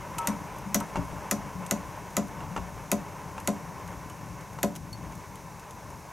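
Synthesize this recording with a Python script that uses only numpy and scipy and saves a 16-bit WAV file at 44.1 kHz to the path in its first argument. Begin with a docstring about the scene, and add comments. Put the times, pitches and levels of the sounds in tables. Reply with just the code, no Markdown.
"""A hand crank tightens a wire on a wooden rig clamped to a bench in a small workshop.
The winch rubs from the start; a loose steel bar clinks. From 0.3 s the ratchet pawl snaps over eight
teeth, each a steel click, then a hollow thud as the blow spreads through the boards. Between snaps the
loose handle knocks, small parts tick and the loaded frame groans. After the last snap at 4.6 s come
a short groan and faint ticks; the rubbing swells once more and the rumble drops."""
import sys
import numpy as np
from scipy import signal
from scipy.fft import rfft, irfft
from scipy.io import wavfile
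from scipy.ndimage import uniform_filter1d

SR = 44100
rng = np.random.default_rng(int(sys.argv[2]) if len(sys.argv) > 2 else 0)


def put_to_file(sound):
    """Save the sound as 16-bit audio at rate SR, in the file named by the first command-line argument."""
    columns = np.atleast_2d(sound).T  # one column per channel
    safe = np.clip(columns, -1, 1)
    whole_steps = np.round(safe * 32767)
    wavfile.write(sys.argv[1], SR, whole_steps.astype(np.int16))


N = 269892
BLOW_TIME_S = np.arange(SR // 2) / SR

# pawl drops: (time [s], click [dB], deep thud [dB], hollow thud [dB], brightness [dB/octave])
SNAPS = [(0.272, -11.5, -25.5, -33.5, 0), (0.7441, -6.5, -24, -27.5, 4.5), (1.311, -9.5, -27.5, -28.5, -1),
         (1.71, -12, -27.5, -27.5, -1), (2.167, -11, -25.5, -25.5, -0.5), (2.9155, -10.5, -25, -24, -0.5),
         (3.474, -13, -25.5, -25, 0), (4.6298, -11.5, -26, -23, -1.2)]


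def pawl_clicks(ring_db=-14, crack_db=-8, shiver_db=-17, slip_db=-19, slip_s=0.0005, detune=0.0018):
    """The pawl slips off the tooth tip, then strikes the plate; a harder blow is shorter, so brighter."""
    # modes of pawl and toothed plate: (frequency [Hz], level [dB], t60 [s])
    steel_modes = [(1277, -15.5, 0.13), (1510, -29, 0.037), (1994, -5.5, 0.038), (2516, -10.5, 0.038),
                   (2754, -15.5, 0.042), (3880, -13, 0.032), (4430, -9, 0.022), (5430, -11, 0.02),
                   (5880, -6.5, 0.027), (6630, -11, 0.016), (6775, 6, 0.018), (7050, -10, 0.022),
                   (7850, -22, 0.013), (9150, 5, 0.0043), (11000, -15, 0.0076), (11000, -3, 0.011),
                   (11800, -10, .011), (12400, -22, .008), (12900, -12, .008)]
    # contact crack: (frequency [Hz], density [dB])
    crack_spectrum = [(300, -39), (900, -11), (2200, 0), (3300, -3.5), (5000, -17), (6200, 4), (8800, 2.5),
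                      (10200, -7.5), (11200, 4.5), (13000, 0.5), (14200, -7), (16500, -26)]
    # shiver running on through the winch: (frequency [Hz], density [dB])
    shiver_spectrum = [(300, -22), (1200, 4.5), (2400, -4), (3400, -6.5), (4800, -6.5), (5900, 1.5),
                       (6800, -2), (8500, -8), (10200, -9.5), (11500, -1.5), (14000, -12), (16500, -27)]
    out = np.zeros(N)
    for time_s, db, _, _, brightness in SNAPS:
        force_db = db + 10  # relative to a usual blow
        db_per_octave = brightness + 0.33 * force_db
        modes = slack_boost(tilt(steel_modes, db_per_octave), time_s)
        ring = sum(mode(hz * (1 + detune * rng.standard_normal()), mode_db + ring_db, t60_s,
                        rise_s=0.00023, delay_s=rng.uniform(0, 0.000384))
                   for hz, mode_db, t60_s in modes)
        crack = amp(crack_db) * burst(tilt(crack_spectrum, db_per_octave), rise_s=0.00055, t60_s=0.0067)
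        shiver = burst(slack_boost(shiver_spectrum, time_s), rise_s=0.00062, t60_s=0.056)
        shiver *= amp(shiver_db + 0.45 * force_db)
        slip = burst(crack_spectrum, rise_s=0.00053, t60_s=0.012)
        add(out, time_s, amp(db + slip_db) * slip)
        add(out, time_s + slip_s, amp(db) * (ring + crack + shiver))
    return out


def slack_boost(rows, time_s, centre_hz=5530, width_hz=480, slack_db=9.5, tighten_s=1.7):
    """One band of the winch rings more freely until the wire is tight."""
    lift_db = slack_db * np.exp(-(time_s / tighten_s) ** 2)
    return [(hz, db + lift_db * np.exp(-((hz - centre_hz) / width_hz) ** 2), *rest)
            for hz, db, *rest in rows]


def board_thuds(wave_db=4, wood_db=-8, travel_s=0.010115, split_hz=370):
    """Bending waves are slower at low pitch: the boards sound after the click, the deepest last."""
    # modes of rig and bench boards: (frequency [Hz], level [dB], t60 [s])
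    board_modes = [(169.4, -10, 0.3), (194, -12.5, 0.32), (208, 6, 0.14), (240.6, -0.7, 0.15),
                   (289.2, -14.5, 0.61), (361.3, 10.5, 0.019), (404.3, -5, 0.14), (493, -4.5, 0.12),
                   (577, -3.5, 0.22), (684.4, 0, 0.083), (726, -10.5, 0.23), (970, -1.5, 0.059),
                   (1045, -10.5, 0.14)]
    # dense, short wood vibration: (frequency [Hz], density [dB])
    wood_spectrum = [(90, -31), (190, -9), (300, 7.5), (450, -2), (700, -1), (1000, -22), (1500, -2),
                     (3000, -51)]
    out = np.zeros(N)
    wave = amp(wave_db) * bending_wave(travel_s=0.01376, centre_hz=355.7, width_octaves=1.27)
    wood = amp(wood_db) * burst(wood_spectrum, rise_s=0.0033, t60_s=0.04)
    for time_s, _, deep_db, hollow_db, _ in SNAPS:
        for hz, db, t60_s in board_modes:
            blow_db = deep_db if hz < split_hz else hollow_db
            delay_s = travel_s * np.sqrt(split_hz / hz)
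            add(out, time_s, mode(hz, db + blow_db, t60_s, rise_s=0.0022, delay_s=delay_s))
        add(out, time_s, amp(hollow_db) * wave)
        add(out, time_s + 0.00302, amp(hollow_db) * wood)
    return out


def bending_wave(travel_s, centre_hz, width_octaves):
    """A blow disperses into a falling chirp: travel time goes as 1 / sqrt(frequency)."""
    hz = np.fft.rfftfreq(len(BLOW_TIME_S), 1 / SR) + 1
    magnitude = np.exp(-(np.log2(hz / centre_hz) / width_octaves) ** 2)
    lag_cycles = 2 * travel_s * np.sqrt(centre_hz * hz)
    wave = irfft(magnitude * np.exp(-2j * np.pi * lag_cycles), len(BLOW_TIME_S))
    return -wave / abs(wave).max()


def handle_knocks(contact_db=-6, ring_db=-11, body_db=-10, sway_db=-4, sway_s=0.014):
    """Hard contact, steel ring, dull clack, then the bench sways; a hard knock bounces once."""
    # handle knocking in its play: (time [s], clack [dB], thump [dB])
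    knocks = [(0.9571, -20, -25), (1.11, -38, -34.5), (2.405, -31, -61), (2.5634, -19.5, -30.5),
              (3.3793, -25, -62), (3.928, -34, -41), (4.587, -28, -58)]
    # handle clack: (frequency [Hz], density [dB])
    clack_spectrum = [(300, -4), (650, -1.5), (1000, 8), (1400, -4.5), (2000, -12.5), (2800, -11),
                      (4000, -23.5), (6500, -16.5), (15000, -41)]
    # steel handle modes: (frequency [Hz], level [dB], t60 [s])
    handle_modes = [(943, -1.5, .06), (1100, -5, 0.041), (1360, -2, 0.038), (2750, -8, 0.05)]
    # bench sway modes: (frequency [Hz], level [dB], t60 [s])
    bench_modes = [(61.4, -3.5, 0.42), (87, -3, 0.16), (123.7, -2, 0.36), (173, 4, 0.14), (276, -3.5, 0.2),
                   (352, 2, 0.06), (597, 2, 0.05)]
    hard_knock_db, rebound_s, rebound_db = -24, 0.012, -4.5
    out = np.zeros(N)
    for start_s, clack_db, thump_db in knocks:
        hits = [(start_s, 0)]
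        if clack_db > hard_knock_db:
            hits.append((start_s + rebound_s, rebound_db))
        for time_s, db in hits:
            contact = amp(contact_db) * burst(clack_spectrum, rise_s=0.00035, t60_s=0.0085)
            ring = sum(mode(*row, rise_s=0.00029, delay_s=rng.uniform(0, 0.001)) for row in handle_modes)
            body = amp(body_db) * burst(clack_spectrum, rise_s=0.0003, t60_s=0.062)
            sway = sum(mode(*row, rise_s=0.0019, delay_s=rng.uniform(0, 0.0056)) for row in bench_modes)
            add(out, time_s, amp(db + clack_db) * (contact + amp(ring_db) * ring + body))
            add(out, time_s + sway_s, amp(db + thump_db + sway_db) * sway)
    return out


def steel_ticks(tick_db=-10, ring_cycles=240, strays_per_s=2, stray_db=-41):
    """Light steel contacts leave small parts ringing, high ones briefest; fainter ticks fall at random."""
    # steel-on-steel touches: (time [s], tick [dB], ring frequency [Hz], ring [dB])
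    touches = [(0.183, -18.5, 8150, -26), (0.584, -37.5, 11500, -38), (0.802, -26, 8150, -32),
               (1.6632, -31, 8500, -34), (3.4004, -33, 9400, -50), (3.8753, -36, 6000, -50),
               (4.098, -36, 2980, -47), (4.752, -34, 6400, -40), (4.76, -27.5, 6370, -41),
               (4.9282, -33, 4425, -32), (5.1526, -38, 9300, -47), (5.3557, -36.5, 12500, -50),
               (5.7075, -38, 10300, -48)]
    # tick before tilt: (frequency [Hz], density [dB])
    tick_spectrum = [(900, -23), (2800, -6.5), (4500, -9.5), (6500, 5), (8200, 2.5), (10000, 5.5),
                     (12500, 5), (16000, -15)]
    out = np.zeros(N)
    spectrum = tilt(tick_spectrum, db_per_octave=-7.5)
    stray_count = round(strays_per_s * N / SR)
    strays = [(rng.uniform(0, N / SR), rng.normal(stray_db, 1)) for _ in range(stray_count)]
    for time_s, db, *_ in touches + strays:
        add(out, time_s, amp(db + tick_db) * burst(spectrum, rise_s=0.00049, t60_s=0.037))
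    for time_s, _, hz, db in touches:
        add(out, time_s, mode(hz, db, t60_s=ring_cycles / hz, rise_s=0.002))
    return out


def bar_clinks():
    """A loose steel bar is struck as it slides home; the hand can damp its ring."""
    # free bar modes: (frequency [Hz], level [dB], t60 [s])
    bar_modes = [(932, 0.5, 0.57), (1304, -0.5, 0.4), (1504, -13, 0.13)]
    # bar strikes: (time [s], level [dB], share of free ring time [ratio])
    clinks = [(0.185, -30, 1), (0.808, -30, 0.16)]
    out = np.zeros(N)
    for time_s, db, ring_share in clinks:
        for hz, mode_db, t60_s in bar_modes:
            add(out, time_s, mode(hz, db + mode_db, t60_s * ring_share, rise_s=0.00099))
    return out


def frame_groans(pitch_waver=0.061):
    """Short stick-slip shudders of the loaded frame."""
    # shudders: (time [s], length [s], pitch [Hz], level [dB])
    groans = [(0.63, 0.12, 197, -37.5), (1.53, 0.15, 182, -37.5), (2.47, 0.2, 179.7, -37),
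              (3.6, 0.22, 171, -42.5), (4.92, 0.071, 113, -42)]
    out = np.zeros(N)
    for time_s, length_s, hz, db in groans:
        size = int(length_s * SR)
        pitch_hz = hz * (1 + pitch_waver * wander(size, smooth_samples=500))
        tone = np.sin(2 * np.pi * np.cumsum(pitch_hz) / SR)
        add(out, time_s, amp(db) * signal.windows.tukey(size, 0.7) * tone)
    return out


def winch_rubbing(rub_trim_db=-0.35, lump_db=2, grain_db=1.28, low_hz=350, high_hz=3500, top_hz=15900):
    """The turning winch rumbles and rubs unevenly; a soft hiss partly follows the rubbing."""
    # rubbing envelope: (time [s], level [dB])
    rub_envelope = [(0, -42.5), (0.31, -39.5), (0.59, -43.5), (0.87, -40.5), (1.48, -42.5), (1.8, -41),
                    (2.37, -44), (2.9, -43.5), (3.4, -44), (3.7, -43), (4.6, -46), (4.86, -49), (5.18, -44),
                    (5.5, -47.5), (6.12, -46.5)]
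    # narrow winch resonances: (frequency [Hz], width [Hz], level [dB])
    resonances = [(1056, 44, -14), (1516, 17, -19), (1764, 22, -23.5), (2180, 115, -18), (2600, 33, -24)]
    # rumble and rub: (frequency [Hz], density [dB])
    rub_spectrum = [(15, -44), (25, -20), (54, -6), (175, -1), (253, -14), (287, -9), (360, -14.5),
                    (408, -10), (491, -13.5), (591, -8), (656, -14), (1010, -4.5), (1220, -16), (2220, -22),
                    (3500, -33.5), (4550, -63), (7700, -120)]
    # hiss: (frequency [Hz], density [dB])
    hiss_spectrum = [(3000, -1), (4500, -4), (5300, 0.5), (6000, 4), (6700, 2.5), (7600, -2.5),
                     (10000, -4.5), (12000, -3.5), (14000, -9), (16000, -12.5)]
    time_s = np.arange(N) / SR
    rub_db = np.interp(time_s, *np.transpose(rub_envelope))
    rumble_db = np.interp(time_s, [5.12, 5.72], [-44.5, -48])
    hiss_db = -56 + 0.35 * (rub_db + 44.5)
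    lumps = wander(N, smooth_samples=3000)
    grain = wander(N, smooth_samples=2000)
    friction = rng.standard_normal(N)
    ringing = sum(amp(db) * unit_rms(signal.lfilter(*signal.iirpeak(hz, hz / width_hz, SR), friction))
                  for hz, width_hz, db in resonances)
    rumble = amp(rumble_db + lump_db * lumps) * noise(rub_spectrum, N, hi_hz=low_hz)
    rub = noise(rub_spectrum, N, low_hz, high_hz) + ringing
    hiss = amp(hiss_db) * noise(hiss_spectrum, N, high_hz, top_hz)
    return rumble + amp(rub_db + rub_trim_db + grain_db * grain) * rub + hiss


def room(sound, first_s=0.0067, damp_hz=8000, tap_density=0.1):
    """Sparse reflections off soft clutter; each band decays at its own rate."""
    # workshop decay: (frequency [Hz], t60 [s])
    decay_times = [(150, 0.36), (600, 0.22), (2000, 0.13), (6000, 0.2), (9000, 0.17), (13000, 0.16)]
    size = len(BLOW_TIME_S)
    taps = rng.standard_normal(size) * (rng.random(size) < tap_density) * (BLOW_TIME_S > first_s)
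    hz, time_s, bands = signal.stft(taps, SR, nperseg=256)
    fade = amp(-60 * time_s / log_interp(decay_times, hz)[:, None])
    damping = np.hypot(1, hz / damp_hz)[:, None]
    tail = signal.istft(bands * fade / damping, SR, nperseg=256)[1]
    return signal.fftconvolve(sound, tail / np.linalg.norm(tail))[:N]


def mode(hz, db, t60_s, rise_s, delay_s=0):
    """One decaying partial with a soft onset."""
    age_s = np.maximum(BLOW_TIME_S - delay_s, 0)
    envelope = amp(db - 60 * age_s / t60_s) * (1 - np.exp(-age_s / rise_s))
    return envelope * np.sin(2 * np.pi * hz * age_s)


def burst(spectrum, rise_s, t60_s):
    """Dense modes that swell and decay together."""
    envelope = (1 - np.exp(-BLOW_TIME_S / rise_s)) * amp(-60 * BLOW_TIME_S / t60_s)
    return noise(spectrum, len(envelope)) * envelope / envelope.max()


def noise(spectrum, size, lo_hz=0, hi_hz=SR):
    """Band-limited coloured noise, rms 1."""
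    hz = np.fft.rfftfreq(size, 1 / SR)
    magnitude = amp(log_interp(spectrum, hz)) * (hz >= lo_hz) * (hz < hi_hz)
    return unit_rms(irfft(magnitude * np.exp(2j * np.pi * rng.random(len(hz))), size))


def wander(size, smooth_samples):
    """Slow random drift, rms 1."""
    return unit_rms(uniform_filter1d(rng.standard_normal(size), size=smooth_samples))


def tilt(rows, db_per_octave, pivot_hz=6500):
    """Brightens or dulls a spectrum or mode set."""
    return [(hz, db + db_per_octave * np.log2(hz / pivot_hz), *rest) for hz, db, *rest in rows]


def log_interp(points, hz):
    """Table lookup on a log-frequency axis."""
    points_hz, values = np.transpose(points)
    return np.interp(np.log(hz + 1), np.log(points_hz + 1), values)


def amp(db):
    """Decibels to gain."""
    return 10 ** (np.asarray(db) / 20)


def unit_rms(sound):
    """Scales to rms 1."""
    return sound / np.sqrt(np.mean(sound ** 2) + 1e-20)


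def add(mix, time_s, sound):
    """Mixes a sound in at time_s."""
    part = mix[max(round(time_s * SR), 0):][:len(sound)]
    part += sound[:len(part)]


def scene(pawl_room_db=-12, ticks_room_db=-20, wood_room_db=-17, side_room_db=-21, side_rub_db=-22):
    """All sources sit at the centre; reflections and rubbing spread a little."""
    clicks = pawl_clicks()
    ticks = steel_ticks() + bar_clinks()
    wood = board_thuds() + handle_knocks() + frame_groans()
    direct = clicks + ticks + wood
    steel_room = room(amp(pawl_room_db) * clicks + amp(ticks_room_db) * ticks)
    mid = direct + steel_room + amp(wood_room_db) * room(wood) + winch_rubbing()
    side = amp(side_room_db) * room(direct, first_s=0) + amp(side_rub_db) * winch_rubbing()
    return np.array([mid + side, mid - side])


def record(dry, cutoff_hz=16600):
    """Two close microphones, the left fuller in the bass; then a low-pass."""
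    # microphone balance: (frequency [Hz], left minus right [dB])
    balance = [(30, 9), (80, 6.5), (160, 4.5), (215, 4), (320, -3.5), (520, 2.5), (1200, -0.15),
               (6500, 0.64), (13000, 2)]
    balance_db = log_interp(balance, np.fft.rfftfreq(N, 1 / SR))
    channels = irfft(rfft(dry) * amp(np.array([balance_db, -balance_db]) / 2), N)
    lowpass = signal.firwin(255, cutoff_hz, window=("kaiser", 9), fs=SR)
    return signal.oaconvolve(channels, lowpass[None], "same")


dry = scene()
out = record(dry)
put_to_file(out)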